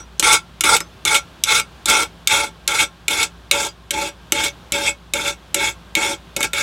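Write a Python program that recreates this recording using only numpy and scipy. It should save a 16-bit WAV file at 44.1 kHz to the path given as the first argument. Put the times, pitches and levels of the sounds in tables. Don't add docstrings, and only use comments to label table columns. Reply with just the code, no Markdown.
import sys
import numpy as np
from scipy import signal
from scipy.fft import rfft, irfft
from scipy.io import wavfile
from scipy.ndimage import uniform_filter1d, map_coordinates

SR = 44100
rng = np.random.default_rng(int(sys.argv[2]) if len(sys.argv) > 2 else 0)


def materialize(psi):
    bounded = np.clip(np.atleast_2d(psi).T, -1, 1)
    quanta = np.round(bounded * 32767).astype(np.int16)
    wavfile.write(sys.argv[1], SR, quanta)


def volts(x):
    e = np.asarray(x, float) / 20
    return 10 ** e


N = 291942
TIME = np.arange(N) / SR

# (time [s], peak level [dB], low share [dB], high share [dB], rattle length [ms])
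LANDINGS = [(0.196, -4.5, -11, -8.5, 3.1), (0.226, -1, -11.5, -19, 2.8), (0.608, -2, -16.5, -10.5, 2.1),
            (0.637, -3, -14, -17.5, 8.5), (0.804, -18.5, -1, -7.5, 2.5), (1.051, -7, -12, -10.5, 4.3),
            (1.437, -9.5, -47, -1.5, 2.13), (1.857, -13, -10, -5.5, 3.1), (2.273, -5, -21.5, -5.5, 1.77),
            (2.677, -6, -30, -7.5, 2.2), (3.081, -3, -23.5, -15, 3.6), (3.512, 1.5, -25.5, -11.5, 2.34),
            (3.907, -4.5, -20, -12.5, 3.9), (4.321, 0.5, -17.5, -12.5, 3.1), (4.721, -5.5, -18, -13, 3),
            (5.136, -5.5, -18, -13, 3.3), (5.544, -1, -17, -11, 2.8), (5.952, -0.5, -23.5, -15, 2.2),
            (6.364, -7, -18, -12.5, 3.7), (6.406, -12, -1.5, -10, 1.7), (6.413, -15.5, -28, -12, 2.9),
            (6.428, -3, -28, -16, 4.5), (6.44, -12, -12, -18, 4.1), (6.532, -7, -15.5, -17, 5.2)]
RANGE_EDGES = [690, 1800, 4550]


def unit(x):
    return x / np.sqrt(np.mean(x ** 2))


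def ring(x, hz, width):
    r = np.exp(-np.pi * width / SR)
    angle = 2 * np.pi * hz / SR
    return signal.lfilter([2 * (1 - r) * np.sin(angle)], [1, -2 * r * np.cos(angle), r * r], x)


def colour(x, shape):
    hz, db = np.transpose(shape)
    grid_hz = np.arange(1025) * SR / 2048
    gain_db = np.interp(np.log(grid_hz + 1), np.log(hz), db)
    cepstrum = irfft(np.log(volts(gain_db)))
    cepstrum[1:1024] *= 2
    cepstrum[1025:] = 0
    return signal.fftconvolve(x, irfft(np.exp(rfft(cepstrum))))[:N]


def walk(rate):
    k = int(SR / rate)
    steps = np.repeat(rng.standard_normal(N // k + 1), k)
    return unit(uniform_filter1d(uniform_filter1d(steps, k), k)[:N])


def split(parts):
    out = parts[-1]
    for k, hz in enumerate(RANGE_EDGES):
        low_pass = signal.butter(3, hz, fs=SR, output="sos")
        out = out + signal.sosfilt(low_pass, parts[k] - parts[k + 1])
    return out


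def effort(place):
    # (teeth bite [s], file lifts [s], force at the bite [dB], half way [dB], at the lift [dB])
    strokes = [(0.0, 0.003, -45, -40, -42.5), (0.243, 0.352, -11.5, -13, -13),
               (0.654, 0.754, -13, -14.5, -16), (1.079, 1.167, -10.5, -16, -16),
               (1.46, 1.594, -26, -14, -20.5), (1.889, 2.029, -13, -16, -20),
               (2.305, 2.469, -12, -18, -30.5), (2.685, 2.775, -17, -21, -18), (2.792, 2.83, -12, -13, -17),
               (3.1, 3.238, -21, -17.5, -18), (3.529, 3.667, -16, -20, -22),
               (3.938, 4.081, -22.5, -22, -26.5), (4.355, 4.471, -17.5, -19.5, -21.5),
               (4.74, 4.885, -17, -23.5, -17.5), (5.153, 5.308, -20, -21.5, -22.5),
               (5.566, 5.691, -22.5, -18.5, -21), (5.967, 6.133, -18.5, -19, -26.5),
               (6.372, 6.4, -29, -33, -31), (6.41, 6.445, -24, -27, -17), (6.543, 6.628, -25, -17, -27)]
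    seating = [-0.5, 0, 4, -0.5, -7.5, 3, 1.8, -0.1, -2.2, 0.7, 2.2, 0.5, -0.9, 0.4, -0.1, 0.1, 2.1, 4.2,
               -1.5, -7.5]
    # (at the tip [dB], near the vise [dB], gained from bite to lift [dB], added until the
    # teeth grip [dB], how closely it follows the force [0-1])
    ranges = [
        (-10, -4, -3.8, 3.5, 0.24),
        (1.5, -3, 0, -11, 0.52),
        (1.44, 0.9, 0.5, -0.4, 1.01),
        (-1.5, -3, 5, 1, 1),
    ]
    bite_db_per_s, lift_db_per_s = 654.5, 716
    usual_db, grip_s = -20, 0.0071

    gain = np.zeros((4, N))
    landings = np.r_[0, np.transpose(LANDINGS)[0]]
    tip_db, vise_db, gained_db, loose_db, follow = np.transpose(ranges)[:, :, None]
    for (bite, lift, bite_db, half_db, lift_db), seating_db in zip(strokes, seating):
        landed = landings[landings <= bite][-1]
        on = (TIME >= landed) & (TIME < lift + .09)
        t = TIME[on]
        way = np.clip((t - bite) / (lift - bite), 0, 1)
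        bulge_db = 2 * half_db - bite_db - lift_db
        held_db = bite_db + (lift_db - bite_db) * way + bulge_db * 2 * way * (1 - way)
        edge_db = bite_db_per_s * np.minimum(t - bite, 0) - lift_db_per_s * np.maximum(t - lift, 0)
        share_db = tip_db + place[on] * (vise_db - tip_db) + gained_db * (way - .5)
        share_db = share_db + loose_db * np.exp(-np.maximum(t - bite, 0) / grip_s)
        share_db[:2] += seating_db
        force_db = usual_db + follow * (held_db - usual_db) + share_db + edge_db
        gain[:, on] = np.maximum(gain[:, on], volts(force_db))
    return uniform_filter1d(gain, 150, axis=1) * volts(1.42 * walk(90))


def teeth(tooth_hz, swing, jitter, scatter_db, grit):
    count = np.cumsum(tooth_hz * np.exp(swing * walk(12)) / SR)
    at = np.flatnonzero(np.diff(np.floor(count)))
    timing, strength = rng.standard_normal((N // 8, 2))[:len(at)].T
    late = (jitter * SR / tooth_hz * timing).astype(int)
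    bites = np.zeros(N)
    np.add.at(bites, np.clip(at + late, 0, N - 1), volts(scatter_db * strength))
    return unit(unit(bites - bites.mean()) + grit * rng.standard_normal(N))


def patchy(x, patch_db, patch_hz, patch_s, slant):
    hz, s, z = signal.stft(x, SR, nperseg=256)
    field = rng.standard_normal((128, 1024))
    across = hz[:, None] / patch_hz + slant * np.sin(2 * np.pi * s / .9) + 40
    along = s / patch_s + 0 * hz[:, None]
    patches = map_coordinates(field, [across, along], order=1, mode="wrap")
    depth = np.clip(hz / 2500, 0, 1)[:, None]
    return signal.istft(z * volts(patch_db * depth * patches), SR)[1][:N]


def cutting(gain):
    bites = teeth(1300, swing=.35, jitter=.25, scatter_db=3.5, grit=1.2)
    chatter = patchy(bites, patch_db=3.2, patch_hz=600, patch_s=.018, slant=2.5)
    range_db = np.array([[9.], [4.], [4.], [4.5]])
    return split(gain * volts(range_db) * chatter)


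def taps():
    # (time [s], peak level [dB], high share [dB], rattle length [ms])
    catches = [(0.3266, 4.5, -12, 10.5), (0.7645, 1.5, -12, 6.6), (1.1447, 6, -16, 14),
               (1.5978, 3.5, -15, 3.3), (1.884, -11, -4, 6), (1.8974, -6, -2.5, 7), (3.105, -5, -15, 19),
               (3.229, -11, -2, 7.2), (3.6294, -6, -15.5, 5.2), (3.6673, -19, -7.5, 4.8),
               (4.0854, -15, -14, 5.4), (4.4364, -3, -13, 16), (4.747, -26, -6, 2.5),
               (5.2766, -16, -6.5, 7.1), (5.977, -9, -16, 4)]
    caught = [(s, db - 10, -18, high_db, ms) for s, db, high_db, ms in catches]
    gain, t = np.zeros((4, N)), np.arange(2000) / SR
    for s, peak_db, low_db, high_db, rattle_ms in list(LANDINGS) + caught:
        i = int(s * SR)
        shape = np.exp(-(700 * t / rattle_ms) ** 1.42) * np.minimum(t / 0.00037, 1)
        range_db = np.array([[low_db + 16.5], [low_db + 15], [-5.5], [high_db + 4.5]])
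        gain[:, i:i + len(t)] += volts(peak_db + range_db) * shape[:N - i]
    return split(gain * rng.standard_normal(N))


def steel(scrape, knock, place):
    # (frequency [Hz], width [Hz], level filed at the tip [dB], level filed near the vise [dB])
    blade_modes = [(332, 50, -7.5, -4), (391, 38, -24, -12), (568, 20, -24, -7), (861.7, 17, -6, -6),
                   (1137, 60, -11, -17), (1361, 63, -4, -12), (1598, 71, -16, -11.5),
                   (2204.4, 55.4, -2, -1), (2628, 103, -10.5, -6), (2820, 76, -19, -14), (3240, 60, -6, -7),
                   (3483, 142, -3.5, -8), (3730, 82, -5, -13), (3600, 47.5, -24, -6.5),
                   (4026, 66, -3.5, -11), (4180, 89, -10.5, -12.5), (5540, 270, -20.5, -22),
                   (6040, 64, -17, -21), (6060, 270, -11.5, -23.5), (6970, 240, -8, -7),
                   (7610, 110, -23, -12.5), (7750, 81, -3, -5), (8040, 220, -7.5, -32.5),
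                   (8640, 230, -10, -12), (9330, 124, -7.5, -26), (10650, 310, -16, -33),
                   (10990, 210, -16, -15.5), (13400, 120, -34, -33), (10620, 86, -23, -34.5),
                   (13450, 150, -32, -34)]
    # (frequency [Hz], level [dB], time to fade by 60 dB [s])
    file_modes = [(1362, -24, .2), (2277, -16, 0.106), (4180, -27.5, 0.097), (4840, -17.5, 0.067),
                  (4960, -49, 0.09), (5809, -15, .1), (6200, -10.5, 0.09), (7830, -49, .1),
                  (9566, -46, 0.096)]
    # (frequency [Hz], level per Hz [dB])
    rasp = [(190, -35), (280, -13.5), (480, 1), (650, -29.5), (1000, -26), (1400, -7.5), (1800, -26),
            (2500, -12), (4000, -10), (5000, -4), (7500, -7.5), (10500, -10), (13500, -25.5),
            (16000, -21.5)]
    # (frequency [Hz], level per Hz [dB])
    crack = [(150, -29.5), (350, 1.5), (867, -16.5), (1740, -4.5), (2510, 11), (4040, 9.5), (4950, 1.5),
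             (6900, 13), (10100, 4), (12500, 0), (16000, -16.5)]
    drift_db = 1.3

    force = scrape + volts(2.0) * knock
    blade = np.zeros(N)
    for k, (hz, width, tip_db, vise_db) in enumerate(blade_modes):
        fed_db = tip_db + place * (vise_db - tip_db) + drift_db * walk(14)
        blade += (-1) ** k * ring(force * volts(fed_db), hz, width)
    file = np.zeros(N)
    for hz, db, t60 in file_modes:
        file += ring(force * volts(db + drift_db * walk(6.2)), hz, np.log(1000) / np.pi / t60)
    pressure = uniform_filter1d(force ** 2, 500)
    recent = signal.lfilter([.0008], [1, .0008 - 1], pressure)
    free = 1 / (1 + 1.3 * pressure / (recent + 1e-12))
    modes = volts(11.5) * blade + volts(16.) * free * file
    return modes + volts(1.5) * colour(scrape, rasp) + volts(-1.0) * colour(knock, crack)


def singing(gain, place):
    # (frequency [Hz], wander [Hz], level at the tip [dB], level near the vise [dB])
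    locked = [
        (571, 12, -25, -14),
        (866.4, 10, -6, -6.5),
        (1376, 44, -3, -19.5),
        (2183, 56, -8, -19),
    ]
    out = np.zeros(N)
    for hz, width, tip_db, vise_db in locked:
        force = gain[np.searchsorted(RANGE_EDGES, hz)]
        tone = unit(ring(rng.standard_normal(N), hz, width))
        out += force * volts(tip_db + place * (vise_db - tip_db)) * tone
    return out


def pings():
    # (time [s], frequency [Hz], level [dB], time to fade by 60 dB [s])
    plucks = [(.0, 5809, -42, 0.15), (.181, 6200, -37, 0.011), (.385, 9566, -29, 0.061),
              (0.391, 1362, -44, 0.3), (.805, 6210, -32, 0.15), (.805, 5200, -27, .08),
              (1.199, 1362, -40, .22), (1.615, 4835, -35, 0.084), (1.608, 8300, -41, .12),
              (3.448, 6100, -45, .012), (3.686, 4840, -36, 0.09), (4.088, 5730, -33, 0.07),
              (4.088, 4840, -42, 0.062), (4.5, 6200, -43, .08), (6.141, 6930, -37, 0.072),
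              (6.455, 1365, -38, 0.25)]
    out, t = np.zeros(N), np.arange(SR // 3) / SR
    for s, hz, db, t60 in plucks:
        i = int(s * SR)
        fade = volts(db - 60 * t / t60) * np.minimum(t / 0.0013, 1)
        out[i:i + len(t)] += (fade * np.sin(2 * np.pi * hz * t))[:N - i]
    return out * volts(3 * walk(60))


def bench(scrape, place):
    push = uniform_filter1d(np.abs(scrape), 600) * volts(-6.0 + 7.6 * place)
    vise = ring(push * rng.standard_normal(N), 104.7, 40)
    table = ring(push * rng.standard_normal(N), 56.5, 16)
    return vise + volts(3.5 * place) * table


def room(x, t60, damp, wet_db):
    t = np.arange(int(.5 * SR)) / SR
    bright, dull = rng.standard_normal((2, len(t)))
    dull = signal.lfilter([.3], [1, -.7], dull)
    tail = bright * volts(-60 * t / (damp * t60)) + 0.78 * dull * volts(-60 * t / t60)
    tail = tail * (t > .004)
    return x + volts(wet_db) * signal.fftconvolve(x, tail / np.sqrt(np.sum(tail ** 2)))[:N]


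def workshop():
    # (frequency [Hz], level per Hz [dB])
    fan = [(15, -52.5), (38, -35), (55, -6), (85, -9.5), (175, -9.5), (250, -14.5), (390, -19), (800, -18),
           (1500, -21), (2000, -27), (3400, -23.5), (5000, -32), (6000, -35), (16000, -47.5)]
    # (frequency [Hz], width [Hz], rms level [dB])
    hum = [
        (57.8, 14, -60),
        (108.7, 7.3, -64.5),
        (168.9, 3.3, -52.5),
        (381, 13, -62),
        (1070, 15, -61.5),
        (1350, 15, -90.5),
        (1590, 10, -63.5),
    ]
    air = volts(-45.5 + 1.1 * walk(2.83)) * unit(colour(rng.standard_normal(N), fan))
    mains_hz = 58.6
    out = air + volts(-43.5 + 1.27 * walk(5)) * np.sin(2 * np.pi * mains_hz * TIME)
    for hz, width, db in hum:
        out += volts(db) * unit(ring(rng.standard_normal(N), hz, width))
    return out


def scene():
    # (time [s], place from 0 at the tip to 1 near the vise)
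    path = [
        (0, 0.082),
        (1.2, 0.26),
        (2., 0.39),
        (3., 0.57),
        (4., 1),
        (5., 0.96),
        (6.6, 0.93),
    ]
    place = np.interp(TIME, *np.transpose(path))
    gain = effort(place)
    scrape = cutting(gain)
    near = steel(scrape, taps(), place) + singing(gain, place) + pings()
    return (room(near, t60=0.11, damp=0.4, wet_db=-9.5) + bench(scrape, place) + workshop())[None]


def band_limit(x):
    return signal.sosfilt(signal.butter(12, 16360, fs=SR, output="sos"), x)


def record(dry):
    top = signal.ellip(12, .2, 70, 15900, fs=SR, output="sos")
    bass = signal.butter(2, 41.8, "high", fs=SR, output="sos")
    heard = signal.sosfilt(np.r_[bass, top], dry)
    return band_limit(np.clip(heard, -.97, .97))


dry = scene()
out = record(dry)
materialize(out)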